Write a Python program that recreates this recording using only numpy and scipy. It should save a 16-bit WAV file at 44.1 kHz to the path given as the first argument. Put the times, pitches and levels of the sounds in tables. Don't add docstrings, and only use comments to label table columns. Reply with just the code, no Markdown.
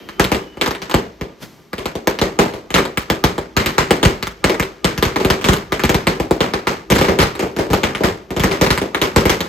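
import sys
import numpy as np
from scipy import signal
from scipy.fft import rfft, irfft, next_fast_len
from scipy.io import wavfile
from scipy.ndimage import uniform_filter1d, minimum_filter1d, map_coordinates

SR = 44100
rng = np.random.default_rng(int(sys.argv[2]) if len(sys.argv) > 2 else 0)


def store_pcm(level_fs):
    pcm = np.round(np.clip(level_fs, -1, 1) * 32767).astype(np.int16)
    wavfile.write(sys.argv[1], SR, np.atleast_2d(pcm).T)


N = 418068
SPAN = 32768
HZ = np.fft.rfftfreq(SPAN, 1 / SR)
AGE = np.arange(SPAN) / SR

# (frequency [Hz], level [dB])
TOWN_COLOUR = [(25, -30), (42, -2), (70, -1), (350, 7), (800, -9), (2500, -11), (6000, -22.5), (9500, -39),
               (13000, -23), (16000, -34)]
# (frequency [Hz], level [dB])
SPARK_COLOUR = [(300, -30), (2000, 13), (6000, 11), (9800, -10), (12500, 0), (16000, -14)]
# (frequency [Hz], level [dB])
FIZZ_COLOUR = [(40, -15), (150, 16), (500, 3.5), (2500, -4), (6000, -8.0), (9800, -18.5),
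               (12500, -11), (16000, -19)]
# (frequency [Hz], level [dB])
RING_COLOUR = [(20, -14), (45, -10), (110, -0.5), (200, 0), (450, 9.5), (700, 4), (1100, 0.5), (2200, -2),
               (3500, -9), (5200, -11.5), (8000, -20.5), (14000, -27)]
# (frequency [Hz], time to fall 60 dB [s])
RING_DECAY = [(50, 0.44), (170, 0.42), (380, 0.36), (900, 0.37), (3000, 0.33), (8000, 0.31), (15000, 0.3)]
# (frequency [Hz], width [Hz], gain [dB])
TERRACE_MODES = [(188, 78, 7.5), (320.5, 10.5, 7.5), (385.2, 24, 7), (395, 44, 3)]
# (delay [s], level [dB])
WALL_SLAPS = [(.0023, -3.5), (.006, -1), (0.0107, -8)]
# (frequency [Hz], width [Hz], gain [dB])
WALL_COMB = [(241.5, 71, 4.5), (742, 110, -3.5), (800, 89, 2.5), (1034, 200, 5.5), (1210, 66, 7.5),
             (1370, 130, -0.5), (1386, 30, 2), (2354, 52, 1), (2586, 175, -4.5)]
# (frequency [Hz], level [dB])
BLAST_COLOUR = [(20, -28), (33, -4), (52, 13), (110, 9), (220, 11.5), (400, 9), (700, 2.5), (1300, -4),
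                (2200, -4.5), (3500, -10), (5200, -18.5), (8000, -24.5), (14000, -26.5)]
# (time [s], crack level [dB], boom [dB], hollow body [dB], terrace ring [dB])
CRACKERS = [(0.088, -29.5, -9, -9.5, -7), (0.196, -12, 1.0, -7, -2.5), (0.317, -17.0, 1, -2.0, -2.5),
            (0.346, -19.5, 2, 3.5, -10), (0.571, -38.5, 10, 8, -6), (0.612, -11, -20, -9.5, -5.0),
            (0.676, -23.5, 3, -3, -5.5), (0.708, -20, -15, -4.5, -9), (0.818, -28, -4, -6.5, 0),
            (0.896, -27.5, -15, -8.0, -4.0), (0.912, -20.5, -23, -5, -8), (0.941, -14.0, 7.5, 2.5, -5.5),
            (1.211, -27.5, 10, 4.5, -6.5), (1.731, -24, -3, -3.5, -10.5), (1.781, -27, 6, 1.5, -1.5),
            (1.856, -20, -3, -3.5, -7.5), (1.953, -30.0, 7, 8.5, -2.5), (2.072, -14.5, -11.0, -2, -5.5),
            (2.188, -19.5, -11, -8, -8), (2.214, -15.5, 6.5, 1.5, -3), (2.389, -14.5, -0.5, 1.5, 1.5),
            (2.537, -32, 8, 3.5, -0.5), (2.704, -26, -3, -5.5, -5.0), (2.741, -10.5, -2.5, -6, -4),
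            (2.757, -14.0, -4, -1.5, -1.5), (2.852, -23, -5.0, 3, -8.5), (2.973, -16.0, -3, -10, -8.0),
            (3.1, -13.0, -0.5, -2, -8), (3.239, -11.0, 4, -3, -5.5), (3.38, -23.5, 2.5, 1.5, -5.5),
            (3.566, -13.0, 2.0, -6.5, 0.0), (3.66, -16, -0.5, -9, -1.5), (3.781, -9.5, -4.5, -7, -4.5),
            (3.907, -11.0, -5, -0.5, -5.5), (4.029, -12.5, -5, -3.5, -1), (4.051, -12.5, 14, -5.5, -6.5),
            (4.226, -16.0, -6.5, -13, -10.5), (4.271, -45, 5, -27, -2), (4.441, -12, 2, -3.5, -3.5),
            (4.496, -16.5, -17, 1, -4), (4.597, -16.5, 5, -5.5, -7.0), (4.626, -22.5, -20, -1, -6.5),
            (4.844, -12.5, 0, -5.5, -2.5), (4.977, -21.5, 9, -7.5, -6.0), (5.025, -12, -6, -2.5, -4.5),
            (5.051, -20, 10, -15, -3), (5.159, -17.0, -6.0, -2, -5), (5.2, -28, -5, 2.5, 6),
            (5.248, -17, 8, 4, -6), (5.301, -12, 3, -3, -4.5), (5.412, -29.5, -7.0, -5.0, -0.5),
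            (5.442, -16.5, 1, -7.0, 0), (5.486, -11.5, 9, -5, -3.0), (5.533, -17.5, -2.0, -5.5, -7.5),
            (5.721, -17.5, -3.0, -5, -3.0), (5.794, -22.0, -14, -11, -1), (5.836, -14.5, 2.0, -0.5, -13.0),
            (5.85, -18.5, 5, -13, -4), (5.893, -17.0, 3, 1.0, -1), (5.944, -15, 5.5, -5.0, -5.5),
            (6.069, -12.5, 0.5, -3.5, -3), (6.199, -22.5, 11.5, 9, -5), (6.309, -21, 5, 7, -4.5),
            (6.405, -13, -2, -1.0, -2.5), (6.536, -16, -4.5, -4, -5.5), (6.67, -16, -5, -6, 0),
            (6.901, -20.5, 7, -1.0, 5.5), (6.92, -13.0, 3, 0, -16), (6.951, -21.5, 5.0, -4.5, 4.5),
            (6.984, -18, 9.0, -5.0, -1.5), (7.012, -18, 4, 5, -1.5), (7.045, -22.5, -16, -17, 4),
            (7.083, -19.5, 8, 4.5, 2), (7.188, -15, 2, -4.0, 1), (7.201, -14.5, 6.5, -10, -1),
            (7.229, -18.5, -11.0, -8.5, -3), (7.352, -30.0, -12, -5, -1.5), (7.393, -24.5, -8, 1, 3.5),
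            (7.426, -29, 10, 12, -3), (7.564, -28.5, 3.0, 3, 2.0), (7.587, -25.0, 5, 7, 3.5),
            (7.702, -29.5, 23, 8, 4.5), (7.732, -16.5, 4.5, 0.5, -2), (7.833, -15, 2, -3.5, -1),
            (7.949, -20.0, -5, -8, -6.0), (8.006, -34.5, 8.0, 14, 4.5), (8.035, -21.5, 10, -1, 6.5),
            (8.305, -30.5, 10, 9.5, -1), (8.364, -25, 9, 3.5, 1.5), (8.396, -21, 9, -13, 0),
            (8.436, -16, 8, -2, -0.5), (8.512, -22, -2, -1.5, 4), (8.612, -16, 3.5, -2, 2.5),
            (8.664, -16.5, -5.0, 0.0, -7), (8.704, -10.5, 5.0, -8.5, -5.0), (8.776, -18.0, -8, -9, -9),
            (8.815, -26, 5, 7, -0.5), (8.946, -15.0, -13, -5.5, -7), (9.015, -13.5, -4, -4.5, -1),
            (9.161, -13.0, 8.0, -0.5, 0), (9.254, -18, 8, 1.5, 1), (9.295, -13.5, -1.0, -6.5, -1.5),
            (9.405, -17.5, -2, -5, -6)]
# (frequency [Hz], side over mid [dB])
MIC_WIDTH = [(40, -18), (150, -15.5), (300, -14.5), (550, -7), (1150, 4), (2000, -3.5), (4000, -3.5),
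             (5500, 3), (7000, -9.5), (8700, -4.5), (10000, 52), (11200, -2), (12500, -24), (15000, 14)]
# (frequency [Hz], left over right [dB])
MIC_BALANCE = [(130, 0), (280, -0.2), (520, 2), (1000, 0.5), (2500, 0.8), (9000, 0)]


def amp(db):
    return 10 ** (np.asarray(db) / 20)


def along(points, hz):
    knots_hz, values = np.transpose(points)
    return np.interp(np.log(hz + 1), np.log(knots_hz + 1), values)


def bumps(peaks):
    return sum(db / (1 + (2 * (HZ - hz) / width) ** 2) for hz, width, db in peaks)


def filtered(x, response):
    size = next_fast_len(N + SR)
    return irfft(rfft(x, size) * response(np.fft.rfftfreq(size, 1 / SR)), size)[..., :N]


def levelled(gain):
    return gain / np.sqrt(np.mean(gain ** 2 * (HZ > 1000)))


def add(track, time_s, sound):
    start = int(round(time_s * SR))
    skip = max(0, -start)
    part = sound[..., skip:max(skip, N - start)]
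    track[..., start + skip:start + skip + part.shape[-1]] += part


def wobble(rate, size):
    knots = rng.standard_normal(int(size * rate / SR) + 4)
    return map_coordinates(knots, [np.arange(size) * rate / SR])


def hiss(colour):
    noise = rng.standard_normal((3, N))
    pair = filtered(noise[0] + .5 * noise[1:], lambda hz: amp(along(colour, hz)))
    return pair / pair.std()


def burst(life_s, channels):
    t = AGE[:4096]
    noise = rng.standard_normal((channels, len(t))) * np.exp(-t / life_s) * (1 - np.exp(-4 * t / life_s))
    return rfft(noise / np.linalg.norm(noise, axis=1, keepdims=True), SPAN)


def mic_pair(pair, diffuse):
    width = amp(along(MIC_WIDTH, HZ))
    side = width * (1j * np.sqrt(1 - diffuse) * pair[0] + np.sqrt(diffuse) * pair[1])
    return np.array([pair[0] + side, pair[0] - side]) / np.sqrt(1 + width ** 2)


def town(hum_db=-54, lingering_db=-39, fade_db_per_s=28):
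    lingering = amp(lingering_db - fade_db_per_s * np.arange(N) / SR)
    return (amp(hum_db) + lingering) * hiss(TOWN_COLOUR)


def street_rumble(bangs, db=-22, t60_s=1.4, centre_hz=56, width_hz=22, onset_s=.05):
    t = np.arange(2 * SR) / SR
    tail = rng.standard_normal(len(t)) * amp(-60 * t / t60_s) * (1 - np.exp(-t / onset_s))
    roll = signal.fftconvolve(bangs.mean(0), tail / np.linalg.norm(tail))[:N]
    return amp(db) * filtered(roll, lambda hz: 1 / (1 + ((hz - centre_hz) / width_hz) ** 4))


def rooftop_echo(bangs, db=-27, t60_s=2.8, dull_hz=1800, lumps_db=-7.0, onset_s=0.26):
    t = np.arange(2 * SR) / SR
    noise = rng.standard_normal((3, len(t)))
    envelope = amp(lumps_db * wobble(26.5, len(t)) - 60 * t / t60_s) * (1 - np.exp(-t / onset_s))
    tail = (noise[0] + .5 * noise[1:]) * envelope
    roll = signal.fftconvolve(bangs.mean(0)[None], tail / np.linalg.norm(tail[0]), axes=1)[:, :N]
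    return amp(db) * filtered(roll, lambda hz: hz / (hz + 70) / (1 + 1j * hz / dull_hz))


def sparks(ticks_per_s=2200, db=-60, spread_db=3, shower_db=6.5, shower_fade_s=0.18):
    ticks = (rng.random((2, N)) < ticks_per_s / SR) * rng.choice([-1, 1], (2, N))
    ticks = ticks * amp(spread_db * rng.standard_normal((2, N)))
    sizzle = filtered(ticks + .5 * ticks[::-1], lambda hz: amp(along(SPARK_COLOUR, hz)))
    time_s, crack_db = np.transpose(CRACKERS)[:2]
    thrown = np.bincount((time_s * SR).astype(int), amp(crack_db - crack_db.max()), N)
    shower = signal.lfilter([1], [1, -np.exp(-1 / (shower_fade_s * SR))], thrown)
    return amp(db) * np.sqrt(.5 + amp(shower_db) ** 2 * shower) * sizzle / sizzle.std()


def whistle(start_hz=3200, sag_hz=234, sag_s=0.23, waver_hz=40, db=-50.5, hold_s=0.65, fade_db_per_s=48):
    t = np.arange(N) / SR
    pitch = start_hz - sag_hz * (1 - np.exp(-t / sag_s)) + waver_hz * wobble(260, N)
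    flutter = 1 + 0.53 * np.array([wobble(170, N), wobble(130, N)])
    level = amp(db - fade_db_per_s * np.maximum(t - hold_s, 0))
    return level * flutter * np.sin(2 * np.pi * np.cumsum(pitch) / SR)


def fizz(peak_s=1.428, flare_db=-28, rise_db_per_s=720, fall_db_per_s=311, ember_db=-39.5, ember_s=0.14):
    age = np.arange(N) / SR - peak_s
    rise = amp(rise_db_per_s * np.minimum(age, 0))
    after = np.maximum(age, 0)
    flare = amp(flare_db - fall_db_per_s * after)
    ember = amp(ember_db) * np.exp(-after / ember_s)
    return rise * np.maximum(flare, ember) * hiss(FIZZ_COLOUR)


def terrace_ring(colour, build_s=0.0029, ragged_db=1.5):
    hz, t, bands = signal.stft(rng.standard_normal((2, SPAN)), SR, nperseg=256)
    decay = amp(-60 * t / along(RING_DECAY, hz)[:, None])
    tail = signal.istft(bands * decay, SR, nperseg=256)[1][:, :SPAN]
    swell = tail * (1 - np.exp(-AGE / build_s)) * amp(ragged_db * wobble(349.3, SPAN))
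    return irfft(mic_pair(rfft(swell), diffuse=1.0) * levelled(colour))


def wall_slaps(wander_s=0.0002032, late_count=5, late_db=-10, late_fade_db_per_s=170, spread_db=0.94):
    delay, wall_db = np.transpose(WALL_SLAPS)
    delay = delay + wander_s * delay / delay[1] * rng.standard_normal(len(delay))
    late = rng.uniform(.014, .06, late_count)
    delay = np.r_[delay, late]
    wall_db = np.r_[wall_db, late_db - late_fade_db_per_s * late]
    sizes = amp(wall_db + rng.normal(0, spread_db, len(delay)))
    return rfft(np.bincount(np.abs(delay * SR).astype(int), sizes), SPAN)


def shock(tear_s=0.00033, roughness=0.76, rough_s=0.00042, scatter=0.82, scatter_s=0.01, wall_hz=260):
    treble = HZ / (HZ + 1500)
    jump = 1 + treble * burst(tear_s, channels=1)[0]
    slaps = wall_slaps()
    plaster = np.array([[1], [0]]) + roughness * treble * burst(rough_s, channels=2)
    clutter = scatter * burst(scatter_s, channels=2)
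    paths = (slaps * plaster + clutter) * HZ ** 2 / (HZ ** 2 + wall_hz ** 2)
    paths[0] += 1 + 0.57 * treble
    pair = paths * jump
    return pair / np.sqrt(np.mean(np.abs(pair[0, HZ < 5000]) ** 2))


def neighbour_pops(chance=.13, crowd_s=.08, wait_s=(.018, .053), db=-7.5, spread_db=3, ring_db=-11):
    bangs = np.array(CRACKERS, float)
    luck, wait, size = rng.random((len(bangs), 3)).T
    crowd = np.exp(-((bangs[:, :1] - bangs[:, 0]) / crowd_s) ** 2).sum(1) - 1
    pops = bangs.copy()
    pops[:, 0] += np.interp(wait, [0, 1], wait_s)
    pops[:, 1] += db + spread_db * (2 * size - 1)
    pops[:, -1] = ring_db
    return pops[luck < chance * crowd]


def firecrackers(crack_lift_db=2.0, crack_s=0.012, edge_db=2, edge_spread_db=1.46, bearing_s=.00002):
    out = np.zeros((2, N))
    blast_colour = amp(along(BLAST_COLOUR, HZ) + bumps(WALL_COMB))
    ring_colour = amp(along(RING_COLOUR, HZ) + bumps(TERRACE_MODES) + .5 * bumps(WALL_COMB))
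    boom = along([(140, 0.98), (320, 0.053)], HZ)
    body = along([(650, 1), (1300, 0)], HZ) - boom
    treble = along([(1600, 0), (10000, 1)], HZ)
    snap_hz = np.geomspace(600, 12000, 18)
    crack_gain = amp(crack_lift_db) * np.sqrt(crack_s * SR)
    lead = 4096
    for time_s, db, boom_db, body_db, ring_db in np.vstack([CRACKERS, neighbour_pops()]):
        treble_db = edge_db + 0.18 * boom_db + edge_spread_db * rng.standard_normal()
        snap_db = np.interp(HZ, snap_hz, rng.standard_normal(len(snap_hz)), left=0)
        tint_db = body_db * body + treble_db * treble + snap_db
        mic_lag_s = bearing_s * rng.standard_normal()
        bearing = np.exp(2j * np.pi * HZ * mic_lag_s * np.array([[.5], [-.5]]))
        crack_colour = levelled(blast_colour * amp(tint_db + boom_db * boom))
        crack = irfft(bearing * mic_pair(shock(), diffuse=0.73) * crack_colour)
        ring = terrace_ring(ring_colour * amp(0.78 * tint_db + 0.52 * boom_db * boom))
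        bang = amp(db) * (crack_gain * crack + amp(ring_db) * ring)
        add(out, time_s - lead / SR, np.roll(bang, lead, axis=1))
    return out


def scene():
    bangs = firecrackers()
    return bangs + rooftop_echo(bangs) + street_rumble(bangs) + fizz() + whistle() + sparks() + town()


def microphone(hz, bass_delay_s=0.0302, knee_hz=90, latency_s=0.00083, edge_hz=14900):
    delay = latency_s + bass_delay_s / (1 + (hz / knee_hz) ** 1.5)
    phase = -2 * np.pi * np.cumsum(delay) * hz[1]
    top_fade = 1 / np.sqrt(1 + (hz / edge_hz) ** 40)
    balance = amp(np.array([[.5], [-.5]]) * along(MIC_BALANCE, hz))
    return np.exp(1j * phase) * top_fade * balance


def record(dry, ceiling=2.4, hold_s=.002, hardness=7, bottom_hz=26, top_hz=16300):
    heard = filtered(dry, microphone)
    hold = int(hold_s * SR)
    duck = np.minimum(1, ceiling / (np.abs(heard).max(0) + 1e-9))
    limited = heard * uniform_filter1d(minimum_filter1d(duck, hold), hold)
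    clipped = limited / (1 + np.abs(limited) ** hardness) ** (1 / hardness)
    low_cut = signal.sosfilt(signal.butter(2, bottom_hz, "high", fs=SR, output="sos"), clipped)
    return filtered(low_cut, lambda hz: 1 / (1 + (hz / top_hz) ** 120))


dry = scene()
out = record(dry)
store_pcm(out)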